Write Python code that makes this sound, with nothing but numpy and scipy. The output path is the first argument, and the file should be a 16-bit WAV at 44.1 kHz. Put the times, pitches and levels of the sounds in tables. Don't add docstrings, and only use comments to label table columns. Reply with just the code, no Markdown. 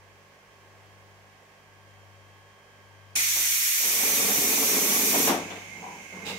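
import sys
import numpy as np
from scipy import signal
from scipy.fft import rfft, irfft
from scipy.io import wavfile
from scipy.ndimage import uniform_filter1d

SR = 44100
rng = np.random.default_rng(int(sys.argv[2]) if len(sys.argv) > 2 else 0)


def to_wav(s):
    ch = np.atleast_2d(s).T
    pcm = np.round(np.clip(ch, -1, 1) * 32767)
    wavfile.write(sys.argv[1], SR, pcm.astype(np.int16))


N = 281358
T = np.arange(N) / SR
F = np.maximum(np.arange(N // 2 + 1) * SR / N, 1)
VALVE_S, START_S, SHUT_S = 3.152, 3.79, 5.285
SPEED_UP_S, STOP_S = 0.3, 0.022

# frequency_hz, level_db
JET_SPECTRUM = [(40, -58), (200, -35), (500, -46), (1000, -14), (1500, -7), (2000, 1.5), (4000, -1.5),
                (8000, -1), (15500, -1)]
# centre_hz, width_hz, left_db, right_db
HOUSING_BANDS = [(2123, 126, 0, 5.5), (2413, 380, -1.5, 7), (2630, 120, -3, -1.5), (3590, 270, 0.5, 2.5),
                 (4820, 180, 3.5, 1.5), (5060, 130, -8, -28), (5834, 970, 7, 7.5), (6940, 1300, 5.5, 4.5),
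                 (8250, 470, -1.5, 6.5), (8700, 630, -2, -1.5), (9300, 830, 10.5, -1.5),
                 (10370, 1580, -12.5, 2.5), (11600, 900, 6, 7), (13160, 1520, -4, 6),
                 (13750.0, 300.0, 8, 0)]
# centre_hz, width_hz, gain_db
EXHAUST_MODES = [(1783, 25, -1), (2002, 25, -1), (2338, 40, 0), (5875, 45, 0), (6238, 35, 1),
                 (6574, 45, -1), (6739, 35, 0), (11627, 55, -1), (12028, 55, 1), (12515, 45, 1),
                 (13338, 60, 1)]


def exhaust():
    flow_db, empty_s = -23, 5.283
    dull_db, bright_db, treble_loss_db_per_s = -3, 2, 116
    housing_db = sum(np.outer([left, right], 2 ** -((2 * (F - hz) / width) ** 2))
                     for hz, width, left, right in HOUSING_BANDS)
    pipe = np.hypot(1, resonances(EXHAUST_MODES))
    spectrum = colour(JET_SPECTRUM) * undb(housing_db) * pipe * walls(share=0.48, longest_s=0.024)
    jet = sliding_echo(diffuse_noise(spectrum), share=0.3)
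    body = irfft(rfft(jet) / (1 + (F / 9000) ** 8), N)
    age = since(VALVE_S)
    treble_db = bright_db + (dull_db - bright_db) * np.exp(-age / 0.24)
    treble = (jet - body) * undb(treble_db - treble_loss_db_per_s * since(SHUT_S))
    spit = 1 + 0.65 * np.exp(-age / 0.044)
    opening = 1 - np.exp(-2 * (age / 0.0078) ** 2)
    flow = opening * np.exp(-since(empty_s) / 0.064)
    push_db = 0.3 * leaf_speed()
    return (body * spit + treble) * flow * undb(flow_db + push_db + 0.25 * walk(24.36))


def sliding_echo(sound, share):
    lag_s = np.interp(T, [START_S, SHUT_S], [0.0049, 0.0031])
    echo = np.array([np.interp(np.round((T - lag_s) * SR), np.arange(N), ear) for ear in sound])
    return (sound + share * echo) / np.hypot(1, share)


# centre_hz, width_hz, gain_db
VALVE_MODES = [(2470, 150, -1), (6400, 900, -9), (9100, 500, -2)]


def valve():
    ring = diffuse_noise(resonances(VALVE_MODES) ** 2, pan_db=2)
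    return ring * undb(-26) * ramp(VALVE_S, 0.006) * np.exp(-since(VALVE_S) / 0.041)


# centre_hz, width_hz, gain_db
LEAF_MODES = [(205.4, 29, 2.5), (274.4, 11, 5), (336, 18, 5), (400.7, 16, 2.5), (452, 11, 5.5),
              (562, 5, 1.5), (628, 45, -9), (744, 29, -5), (855, 15, -5), (940, 65, -12.5),
              (1108, 43, -7.5), (1560, 10, -5), (1870, 18, -2)]
# frequency_hz, level_db
BLOW_SPECTRUM = [(40, -28), (130, -19), (230, 0), (450, -3.5), (800, -0.5), (1200, -7), (2000, -12.5),
                 (3500, -15), (7000, -49), (15000, -54)]
# start_s, level_db, rise_s, t60_s, tilt_db_per_octave
BLOWS = [(3.153, -43, 0.008, 0.39, 2.5), (3.354, -38.5, 0.014, 0.61, 6.5), (3.828, -41.5, 0.018, 0.52, 3),
         (4.02, -34, .012, 0.19, -0.5), (4.215, -33, .015, .25, -2.5), (4.300, -33.5, .005, 0.33, 1),
         (4.375, -29, 0.0071, 0.11, -12), (5.125, -25, 0.03, 0.27, 1.5), (5.27, -21.5, 0.009, 0.15, 3.5),
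         (5.291, -20.5, 0.0053, 0.44, 1.05), (5.501, -37.5, 0.0047, 0.63, 4)]


def knocks():
    ring = colour(BLOW_SPECTRUM) * (resonances(LEAF_MODES) + 0.84)
    octaves = np.log2(np.maximum(F, 150) / 500)
    out = 0
    for start_s, level_db, rise_s, t60_s, tilt in BLOWS:
        decay = ramp(start_s, rise_s) * 1000 ** (-since(start_s + rise_s) / t60_s)
        out = out + undb(level_db) * decay * diffuse_noise(ring * undb(tilt * octaves), pan_db=3)
    return out


# frequency_hz, level_db
RUMBLE_SPECTRUM = [(30, -45), (60, -15), (125, -11), (195, 0.5), (270, 1.5), (330, -8), (430, 2),
                   (520, -18), (900, -43)]
RATTLE_SPECTRUM = [(300, -12), (520, 0), (800, -1), (1120, 1), (1400, 1.5), (1900, -16), (3000, -25),
                   (6000, -50)]


def rolling():
    grit = undb(2 * walk(140))
    ring = resonances(LEAF_MODES) + 0.12
    rumble = diffuse_noise(colour(RUMBLE_SPECTRUM) * ring, pan_db=1.5, drive=grit)
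    rattle = diffuse_noise(colour(RATTLE_SPECTRUM) * ring, pan_db=2.5, drive=grit)
    return rumble * undb(-34) * leaf_speed() ** 2.45 + rattle * undb(-35.5) * leaf_speed() ** 0.75


def leaf_speed():
    return (1 - np.exp(-since(START_S) / SPEED_UP_S)) * np.exp(-since(SHUT_S) / STOP_S)


# centre_hz, width_hz, gain_db
LEAK_MODES = [(1580, 80, -2), (2160, 180, 5.5), (2320, 88, 4), (2600, 82, 2), (2990, 52, -1.5),
              (6420, 150, -2.5)]
# frequency_hz, level_db
LEAK_SPECTRUM = [(500, -33), (1400, -13), (2400, -8), (3400, -13), (4600, -7.5), (5900, 1), (7000, 2.5),
                 (7700, -6.5), (9300, -7.5), (10100, -16.5), (11200, -8), (13500, -16), (15500, -13)]
# peak_s, half_length_s, relative_level_db
WHISTLE_SWELLS = [(5.75, 0.062, 7.5), (6.15, 0.15, 4), (6.37, 0.072, 5)]


def leak():
    whistle_hz, width_hz = 2127, 38
    pipes = resonances(LEAK_MODES) / (1 + (1300 / F) ** 4) / (1 + (F / 8000) ** 6)
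    song = diffuse_noise(pipes, pan_db=-6)
    swells = sum(undb(db) * np.exp(-((T - peak_s) / half_s) ** 2)
                 for peak_s, half_s, db in WHISTLE_SWELLS)
    whistle = diffuse_noise(resonances([(whistle_hz, width_hz, 0)]) ** 2, pan_db=-20.5) * swells
    hiss = diffuse_noise(colour(LEAK_SPECTRUM), pan_db=-1)
    surge_db = 4.5 * np.exp(-since(SHUT_S + 0.22) / 0.08)
    seep = ramp(SHUT_S, STOP_S) * undb(-48 + surge_db)
    return (song * undb(1.5) + whistle * undb(-2.5) + hiss * undb(-5)) * seep


def seal():
    rub = undb(-41) * envelope(start_s=5.8, rise_s=0.045, hold_s=0.045, fade_s=0.072)
    rubber = resonances([(790, 130, -2), (975, 67, -1.5)]) ** 2
    return diffuse_noise(rubber, drive=undb(1.5 * walk(120))) * rub


# frequency_hz, level_db
PUFF_SPECTRUM = [(300, -32), (900, -17), (1600, -13), (2200, -3.5), (2800, 1.5), (3200, -9.5), (3800, 0.5),
                 (4300, -11), (5000, -6), (5600, -14), (6400, -11.5), (8200, -14), (9000, -21),
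                 (15500, -23)]


def puff():
    flow = undb(-34.5) * envelope(start_s=6.247, rise_s=0.021, hold_s=0.032, fade_s=0.068)
    return diffuse_noise(colour(PUFF_SPECTRUM), pan_db=-5.5) * flow


# frequency_hz, level_db
LOW_RUMBLE_SPECTRUM = [(30, -28), (65, -12), (120, -18), (180, 4.5), (260, -6), (350, -7.5), (460, -2),
                       (600, -8.5), (950, -7), (1300, -15.5), (1650, -13), (2400, -48)]
# start_s, rise_s, hold_s, fade_s, level_db
LOW_RUMBLES = [(5.33, .06, .01, .13, -39), (5.62, 0.23, .05, 0.2, -46.5), (6.114, .02, 0.13, .15, -44),
               (6.24, .05, 0.023, 0.078, -40)]


def low_rumbles():
    power = sum((undb(db) * envelope(*timing)) ** 2 for *timing, db in LOW_RUMBLES)
    return diffuse_noise(colour(LOW_RUMBLE_SPECTRUM), drive=undb(0.74 * walk(60))) * np.sqrt(power)


# pitch_hz, base_level_db
GENERATOR_PARTIALS = [(49.6, -78.5), (150.7, -71.5), (198.6, -72), (398, -71.5), (559, -73.5), (899, -75.5),
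                      (1087, -68), (1136, -73.5), (1583, -70), (1685, -68), (2239, -87), (3095, -78),
                      (3192, -72), (3275, -82)]


def generator():
    hum_hz, beat_hz, in_step_s = 98.9, 0.895, 2.07
    phase = 2 * np.pi * np.cumsum(hum_hz + 0.49 * walk(2.9)) / SR
    load = ramp(start_s=1.25, rise_s=1.45)
    hum = np.sin(phase) + undb(-4.5) * np.sin(phase - 2 * np.pi * beat_hz * (T - in_step_s))
    out = hum * undb(-62.5 + 3.5 * load) * undb([[3], [-5]])
    strain = undb(-4.5 + 6 * load)
    for hz, db in GENERATOR_PARTIALS:
        phase = 2 * np.pi * np.cumsum(hz + (0.62 + hz / 1200) * walk(25.14)) / SR
        ear_phase = rng.uniform(-1, 1) * min(hz / 2000, 0.8) * np.array([[1], [-1]])
        gain = strain ** (hz / 3000) * undb(db + 0.5 + 1.1 * walk(7.9))
        out = out + gain * np.sin(phase + ear_phase)
    return np.sqrt(2) * out


# frequency_hz, level_db
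AMBIENT_SPECTRUM = [(25, -20.5), (50, -3.5), (120, -9.5), (260, -6), (550, 1), (1100, -2.5), (1350, -6.5),
                    (2050, -2), (2800, -7.5), (3800, -14.5), (6000, -14), (9500, -23.5), (12000, -23.5),
                    (15500, -27)]


def ambience():
    spectrum = colour(AMBIENT_SPECTRUM) * walls(share=0.1, longest_s=0.016)
    return diffuse_noise(spectrum, pan_db=-3) * undb(-56.18 + 0.29 * walk(6.2))


def walls(share, longest_s):
    lags_s = longest_s * np.sqrt([[2, 5, 11, 17, 29, 41], [3, 7, 13, 19, 31, 43]]) / np.sqrt(43)
    reflections = np.exp(-2j * np.pi * lags_s[:, :, None] * F).sum(axis=1)
    return abs(1 + share * reflections / np.sqrt(6))


# frequency_hz, side_over_mid_db
SIDE_SPECTRUM = [(60, -30), (150, -27), (300, -11.5), (700, -8.5), (1400, 0), (2500, -0.1), (6000, 0)]


def diffuse_noise(gain, pan_db=0, drive=1):
    ear_lag_s = 0.00009
    mid, side = rfft(rng.standard_normal((2, N)) * drive)
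    width = colour(SIDE_SPECTRUM)
    left = mid + side * width
    right = (mid - side * width) * np.exp(-2j * np.pi * F * ear_lag_s)
    ears = np.array([left, right]) / np.hypot(1, width)
    return unit(irfft(ears * gain * undb([[pan_db / 2], [-pan_db / 2]]), N))


def colour(points):
    hz, db = np.transpose(points)
    return undb(np.interp(np.log(F), np.log(hz), db))


def resonances(modes):
    return np.sqrt(sum(undb(db) ** 2 / (1 + ((F / hz - hz / F) * hz / width) ** 2)
                       for hz, width, db in modes))


def walk(rate_hz):
    hold = int(SR / rate_hz)
    steps = rng.standard_normal(4096)[(T * rate_hz).astype(int)]
    return unit(uniform_filter1d(uniform_filter1d(steps, hold), hold))


def envelope(start_s, rise_s, hold_s, fade_s):
    return ramp(start_s, rise_s) * np.exp(-since(start_s + rise_s + hold_s) / fade_s)


def ramp(start_s, rise_s):
    return np.minimum(since(start_s) / rise_s, 1)


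def since(start_s):
    return np.maximum(T - start_s, 0)


def undb(db):
    return 10 ** (np.asarray(db) / 20)


def unit(x):
    return x / np.sqrt(np.mean(x ** 2))


def scene():
    door = valve() + exhaust() + rolling() + knocks() + leak() + seal()
    return door + low_rumbles() + puff() + generator() + ambience()


def record(dry):
    cutoff_hz = 15700
    return signal.sosfilt(signal.ellip(12, 0.1, 80, cutoff_hz, fs=SR, output="sos"), dry)


dry = scene()
out = record(dry)
to_wav(out)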